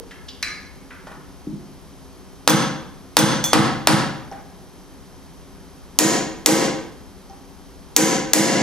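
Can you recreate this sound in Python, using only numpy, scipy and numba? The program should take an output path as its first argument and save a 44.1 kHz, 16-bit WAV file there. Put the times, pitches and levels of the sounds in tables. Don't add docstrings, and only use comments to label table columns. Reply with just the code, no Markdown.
import sys
import numpy as np
from scipy import signal
from scipy.fft import rfft, irfft
from scipy.io import wavfile
from scipy.ndimage import uniform_filter1d
from numba import njit

SR = 44100
rng = np.random.default_rng(int(sys.argv[2]) if len(sys.argv) > 2 else 0)


def int16_out(signal):
    q = np.round(np.clip(np.atleast_2d(signal).T, -1, 1) * 32767)
    wavfile.write(sys.argv[1], SR, q.astype(np.int16))


N = 380141
TIME = np.arange(int(1.6 * SR)) / SR
SOUND_END_S = 1.3


def undb(db):
    return 10 ** (np.asarray(db) / 20)


def unit(x):
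    return x / np.sqrt(np.mean(x ** 2))


def lookup(table, hz):
    rows = np.array(table, float)
    return np.interp(np.log(np.maximum(hz, 1)), np.log(rows[:, 0]), rows[:, 1])


def colour(x, gain_db):
    size = x.shape[-1]
    hz = np.maximum(np.fft.rfftfreq(size, 1 / SR), 1)
    return irfft(rfft(x) * undb(gain_db(hz)), size)


def fade(t60):
    return np.exp(-np.log(1000) * TIME / t60)


def add(track, s, sound):
    start = max(int(s * SR), 0)
    part = sound[:N - start]
    track[start:start + len(part)] += part


def even(x, size):
    spectrum = rfft(x)
    channel_power = np.abs(np.atleast_2d(spectrum)) ** 2
    power = uniform_filter1d(np.mean(channel_power, axis=0), size)
    flat = irfft(spectrum / np.sqrt(np.abs(power) + 1e-9), len(TIME))
    return flat * (TIME < SOUND_END_S)


def ring(modes):
    scatter_db = 1.5 * rng.standard_normal(len(modes))
    out = np.zeros(len(TIME))
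    for k, (hz, db, t60) in enumerate(modes):
        mode = fade(t60) * np.sin(2 * np.pi * hz * TIME)
        out += (-1) ** k * undb(db + scatter_db[k]) * mode
    return out


def crack(gain_db, t60):
    burst = rng.standard_normal(len(TIME)) * fade(t60)
    for _ in range(3):
        burst = even(burst, size=1) * (TIME < t60)
    burst = colour(burst, gain_db) * (TIME < 2 * t60)
    return burst * np.linalg.norm(fade(t60)) / np.linalg.norm(burst)


# (frequency [Hz], side minus mid [dB])
SPREAD = [(30, 4.5), (60, 4.5), (125, -1), (250, -8.5), (1000, -8), (3000, -7.5), (12000, -12)]


def stereo_noise(size):
    mid, side = rng.standard_normal((2, size))
    side = colour(side, lambda hz: lookup(SPREAD, hz))
    return np.array([mid + side, mid - side])


# (frequency [Hz], relative level [dB])
AIR_SPECTRUM = [(15, -64), (25, -6), (82, -4), (101, -13), (198, -3), (227, -14), (267, -1), (331, -15),
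                (368, -7), (445, -16), (1000, -17), (1500, -23.5), (2700, -29), (6200, -27), (7000, -34),
                (10600, -32), (11200, -24), (12300, -36), (15500, -40)]
AIR_DB = -42.5
# (frequency [Hz], rms level [dB])
HUM_TONES = [(265, -70.5), (372, -68), (399, -62), (496, -63), (3145, -70)]


def background():
    air = unit(colour(stereo_noise(N), lambda hz: lookup(AIR_SPECTRUM, hz)))
    t = np.arange(N) / SR
    hum = np.zeros(N)
    for hz, db in HUM_TONES:
        hum += undb(db) * np.sqrt(2) * np.sin(2 * np.pi * (hz * t + rng.random()))
    return undb(AIR_DB) * air + hum


WALL_T60_S, LINGER_HZ, AIR_HZ = 0.68, 64.6, 11400


def echo_t60(hz):
    bass = 1 + (LINGER_HZ / max(hz, LINGER_HZ)) ** 2
    return WALL_T60_S * bass / (1 + (hz / AIR_HZ) ** 2)


BUILD_S, SLOW_BUILD_HZ = 0.0053, 150


def echo_build(hz):
    return BUILD_S * (1 + SLOW_BUILD_HZ / max(hz, SLOW_BUILD_HZ))


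# (frequency [Hz], level [dB])
ECHO_COLOUR = [(50, -2.5), (90, -1), (127, 4.5), (285, 2), (556, -1.5), (1620, 6), (3700, -2), (6940, -3.5),
               (10500, -2), (15600, -14.5)]
FAR_WALL_S, FAR_WALL_DB, FAR_WALL_BAND_HZ = .057, 2, [110, 240]


def workshop(x):
    noise = rfft(stereo_noise(len(TIME)))
    bins_hz = np.maximum(np.fft.rfftfreq(len(TIME), 1 / SR), 1)
    response = np.zeros((2, len(TIME)))
    for hz in 31 * 2 ** (np.arange(20) / 2):
        window = np.clip(1 - 2 * np.abs(np.log2(bins_hz / hz)), 0, 1)
        band = irfft(noise * window, len(TIME))
        power = uniform_filter1d(np.mean(band ** 2, axis=0), size=2600)
        band = band * np.sqrt(power.mean() / power)
        build = 1 - np.exp(-(TIME / echo_build(hz)) ** 2)
        response += band * fade(echo_t60(hz)) * build
    response = colour(even(response, size=64), lambda hz: lookup(ECHO_COLOUR, hz))
    response = response * (TIME < SOUND_END_S)
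    slap = signal.unit_impulse(len(TIME), int(FAR_WALL_S * SR))
    thump = signal.butter(2, FAR_WALL_BAND_HZ, "band", fs=SR, output="sos")
    response += undb(FAR_WALL_DB) * signal.sosfilt(thump, slap)
    return signal.fftconvolve(x[None], response, axes=1)[:, :N]


# (time [s], level [dB], centre
# [Hz], width [octaves])
SOFT_BURSTS = [(0.002, -31, 450, .45), (0.109, -33, 1690, 1), (0.284, -28, 3920, 0.44),
               (0.905, -33.5, 1540, 0.68), (1.068, -30, 696, 1.23), (1.115, -27.5, 350, 1.12),
               (4.321, -24, 320, 1.02)]
TAP_RISE_S, TAP_T60_S = 0.016, 0.07


def soft_bursts():
    out = np.zeros(N)
    for s, db, centre_hz, octaves in SOFT_BURSTS:
        def hump(hz):
            return -14 * np.log10(1 + (np.log2(hz / centre_hz) / octaves) ** 4)
        tap = crack(hump, t60=TAP_T60_S)
        add(out, s, undb(db) * tap * (1 - fade(TAP_RISE_S)))
    return out


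# (frequency [Hz], relative level [dB], t60 [s])
TOOL_MODES = [(1238, -8, .5), (1675, -10, .25), (1795, -8, .22), (2067, -14, .3), (2201, -4, .45),
              (2313, 0, .27), (4003, 0, .2), (4076, 1, .16), (4877, -7, .28), (5830, 2, .12),
              (6950, -10, .15), (8489, -16, .25)]
# (frequency [Hz], relative level [dB])
TOOL_CONTACT = [(300, -23), (1000, -13.5), (1700, -2.5), (2400, 2.5), (3100, -12), (4500, -1), (6000, -9),
                (8000, -13), (15000, -16)]
# (frequency [Hz], relative level [dB], t60 [s])
BUMP_MODES = [(150, -4, 0.093), (201, -8.5, 0.16), (305, 4.5, 0.046), (367, -8, 0.031)]
# (frequency [Hz], relative level [dB], t60 [s] before any settling)
PUNCH_LOOSE_MODES = [(3431, -1, .37), (4344, -15, .5), (5456, -6, .14), (5970, -9, .25), (6142, 0, .22),
                     (6302, -5, .28), (7068, -14, .3), (7635, -13, .25), (8540, -9, .18), (9275, -9, .12),
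                     (10650, -9, .2), (13400, -2, .2)]
CLINK_S, BUMP_S, LIFT_S = 0.427, 1.470, 3.440
# (frequency [Hz], relative level [dB], t60 [s])
TIP_MODES = [(763, -2, 0.11), (790, 5.5, 0.15), (5700, 3, 0.011)]
# (time [s], level [dB])
TIP_TOUCHES = [(4.315, -35), (7.298, -43)]


def handling():
    out = soft_bursts()
    scrape = crack(lambda hz: lookup(TOOL_CONTACT, hz), t60=.02)
    add(out, CLINK_S, undb(-29.5) * ring(TOOL_MODES) + undb(-13.5) * scrape)
    add(out, BUMP_S, undb(-21.0) * ring(BUMP_MODES) * (1 - fade(0.009)))
    tick = crack(lambda hz: lookup(STRIKE_CONTACT, hz), t60=.025)
    add(out, LIFT_S, undb(-21.5) * ring(PUNCH_LOOSE_MODES) + undb(-14) * tick)
    for s, db in TIP_TOUCHES:
        add(out, s, undb(db) * ring(TIP_MODES))
    return out


# (frequency [Hz], relative level [dB], t60 [s])
STAND_MODES = [(120, -2, .07), (160, -2.5, .07), (204, -3, .08), (318, 0, .12), (452, -6, .09),
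               (528, -4.5, .1), (700, -7.5, .04), (795, -10, .07)]
KNOCK_PUSH_DB, STRIKE_PUSH_DB = -4, 1


def stand():
    out = np.zeros(N)
    kinds = [(KNOCK_BLOWS, KNOCK_PUSH_DB, 90), (PUNCH_BLOWS, STRIKE_PUSH_DB, 270)]
    for blows, push_db, lowest_hz in kinds:
        low_cut = signal.butter(2, lowest_hz, "high", fs=SR, output="sos")
        for s, db, *_ in blows:
            boom = signal.sosfilt(low_cut, ring(STAND_MODES))
            add(out, s, undb(db + push_db) * boom)
    return out


# (time [s], level [dB], contact brightness [dB per octave])
KNOCK_BLOWS = [(2.476, 0, 3.5), (3.168, 2, 4), (3.532, -1, 2.13), (3.872, -1, 3.5)]
# (frequency [Hz], relative level [dB])
KNOCK_CONTACT = [(100, -22), (400, 16), (750, 20.5), (1400, 10), (2200, 1.5), (3300, 4), (5000, 3),
                 (7000, -5), (10000, -6.5), (13000, -11), (15500, -14)]
# (frequency [Hz], relative level [dB], t60 [s])
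BAR_MODES = [(980, -21, .45), (1064, -28, .25), (1302, -30, .3), (1542, -26, .25), (1854, -28, .35),
             (2002, -28, .15), (2175, -28, .2), (2400, -27, .2), (2767, -31, .45), (3822, -29, .25)]
JINGLE_DB, JINGLE_DELAY_S, JINGLE_T60_S = -11, 0.02, 0.14
JINGLE_TILT_DB, PUNCH_MID_HZ = 4, 6000


def knocks():
    out = np.zeros(N)
    jingle = []
    for hz, db, t60 in PUNCH_LOOSE_MODES:
        jingle.append((hz, db + JINGLE_TILT_DB * np.log2(hz / PUNCH_MID_HZ), t60))
    for s, db, tilt_db in KNOCK_BLOWS:
        def brightness(hz):
            return lookup(KNOCK_CONTACT, hz) + tilt_db * np.log2(hz / 2000)
        contact = crack(brightness, t60=0.019)
        add(out, s, undb(db) * (undb(5.5) * contact + undb(-6.5) * ring(BAR_MODES)))
        if s < LIFT_S:
            settling = ring(jingle) * fade(JINGLE_T60_S)
            add(out, s + JINGLE_DELAY_S, undb(db + JINGLE_DB) * settling)
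    return out


# (time [s], level [dB])
PUNCH_BLOWS = [(5.988, 2.5), (6.4603, 3.5), (7.9638, 3.5), (8.3339, 22)]
# (frequency [Hz], relative level [dB])
STRIKE_CONTACT = [(100, 2), (400, 0), (800, 9), (1400, -1.5), (2000, 1.5), (2700, 0.5), (4500, 2),
                  (6500, 7), (8000, 2), (9000, -4.5), (12000, 0.5), (15500, -6)]
STRIKE_TILT_DB = 2.43
# (frequency [Hz], relative level [dB], t60 [s])
PUNCH_HELD_MODES = [(5000, 6, .006), (6270, 2, .02), (6700, 8, .014), (7300, -2, .012), (11000, -11, .024)]


def strikes():
    out = np.zeros(N)
    for s, db in PUNCH_BLOWS:
        def brightness(hz):
            return lookup(STRIKE_CONTACT, hz) + STRIKE_TILT_DB * np.log2(hz / 4000)
        contact = crack(brightness, t60=0.024)
        punch = undb(9.0) * contact + undb(-8.5) * ring(PUNCH_HELD_MODES)
        add(out, s, undb(db) * (punch + ring(BAR_MODES)))
    return out


def scene():
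    steel, boom, small = knocks() + strikes(), stand(), handling()
    direct = steel + undb(-15) * boom + small
    return direct + workshop(steel + boom + small) + background()


@njit
def follow(x, attack, release):
    out, level = np.empty(len(x)), 0.
    for i in range(len(x)):
        level += (x[i] - level) * (attack if x[i] > level else release)
        out[i] = level
    return out


# (frequency [Hz], left minus right [dB])
PORT_TILT = [(60, 2.5), (125, 2), (250, 1), (500, .4), (4000, -.4), (10000, .8)]
PORT_LAG_S, TOP_HZ = 2.9e-5, 15700
ATTACK_S, RELEASE_S = .004, .055


def record(dry, ceiling_db=-9):
    late = np.exp(-2j * np.pi * np.fft.rfftfreq(N, 1 / SR) * PORT_LAG_S)
    delayed = irfft(rfft(dry[1]) * late, N)
    left = colour(dry[0], lambda hz: lookup(PORT_TILT, hz) / 2)
    right = colour(delayed, lambda hz: -lookup(PORT_TILT, hz) / 2)
    ports = np.array([left, right])
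    loudest = np.abs(ports).max(axis=0)
    envelope = follow(loudest, 1 / (ATTACK_S * SR), 1 / (RELEASE_S * SR))
    reduction = np.maximum(envelope / undb(ceiling_db), 1)
    limited = np.clip(ports / reduction, -1, 1)
    top_cut = signal.ellip(8, .2, 70, TOP_HZ, fs=SR, output="sos")
    return signal.sosfilt(top_cut, limited)


dry = scene()
out = record(dry)
int16_out(out)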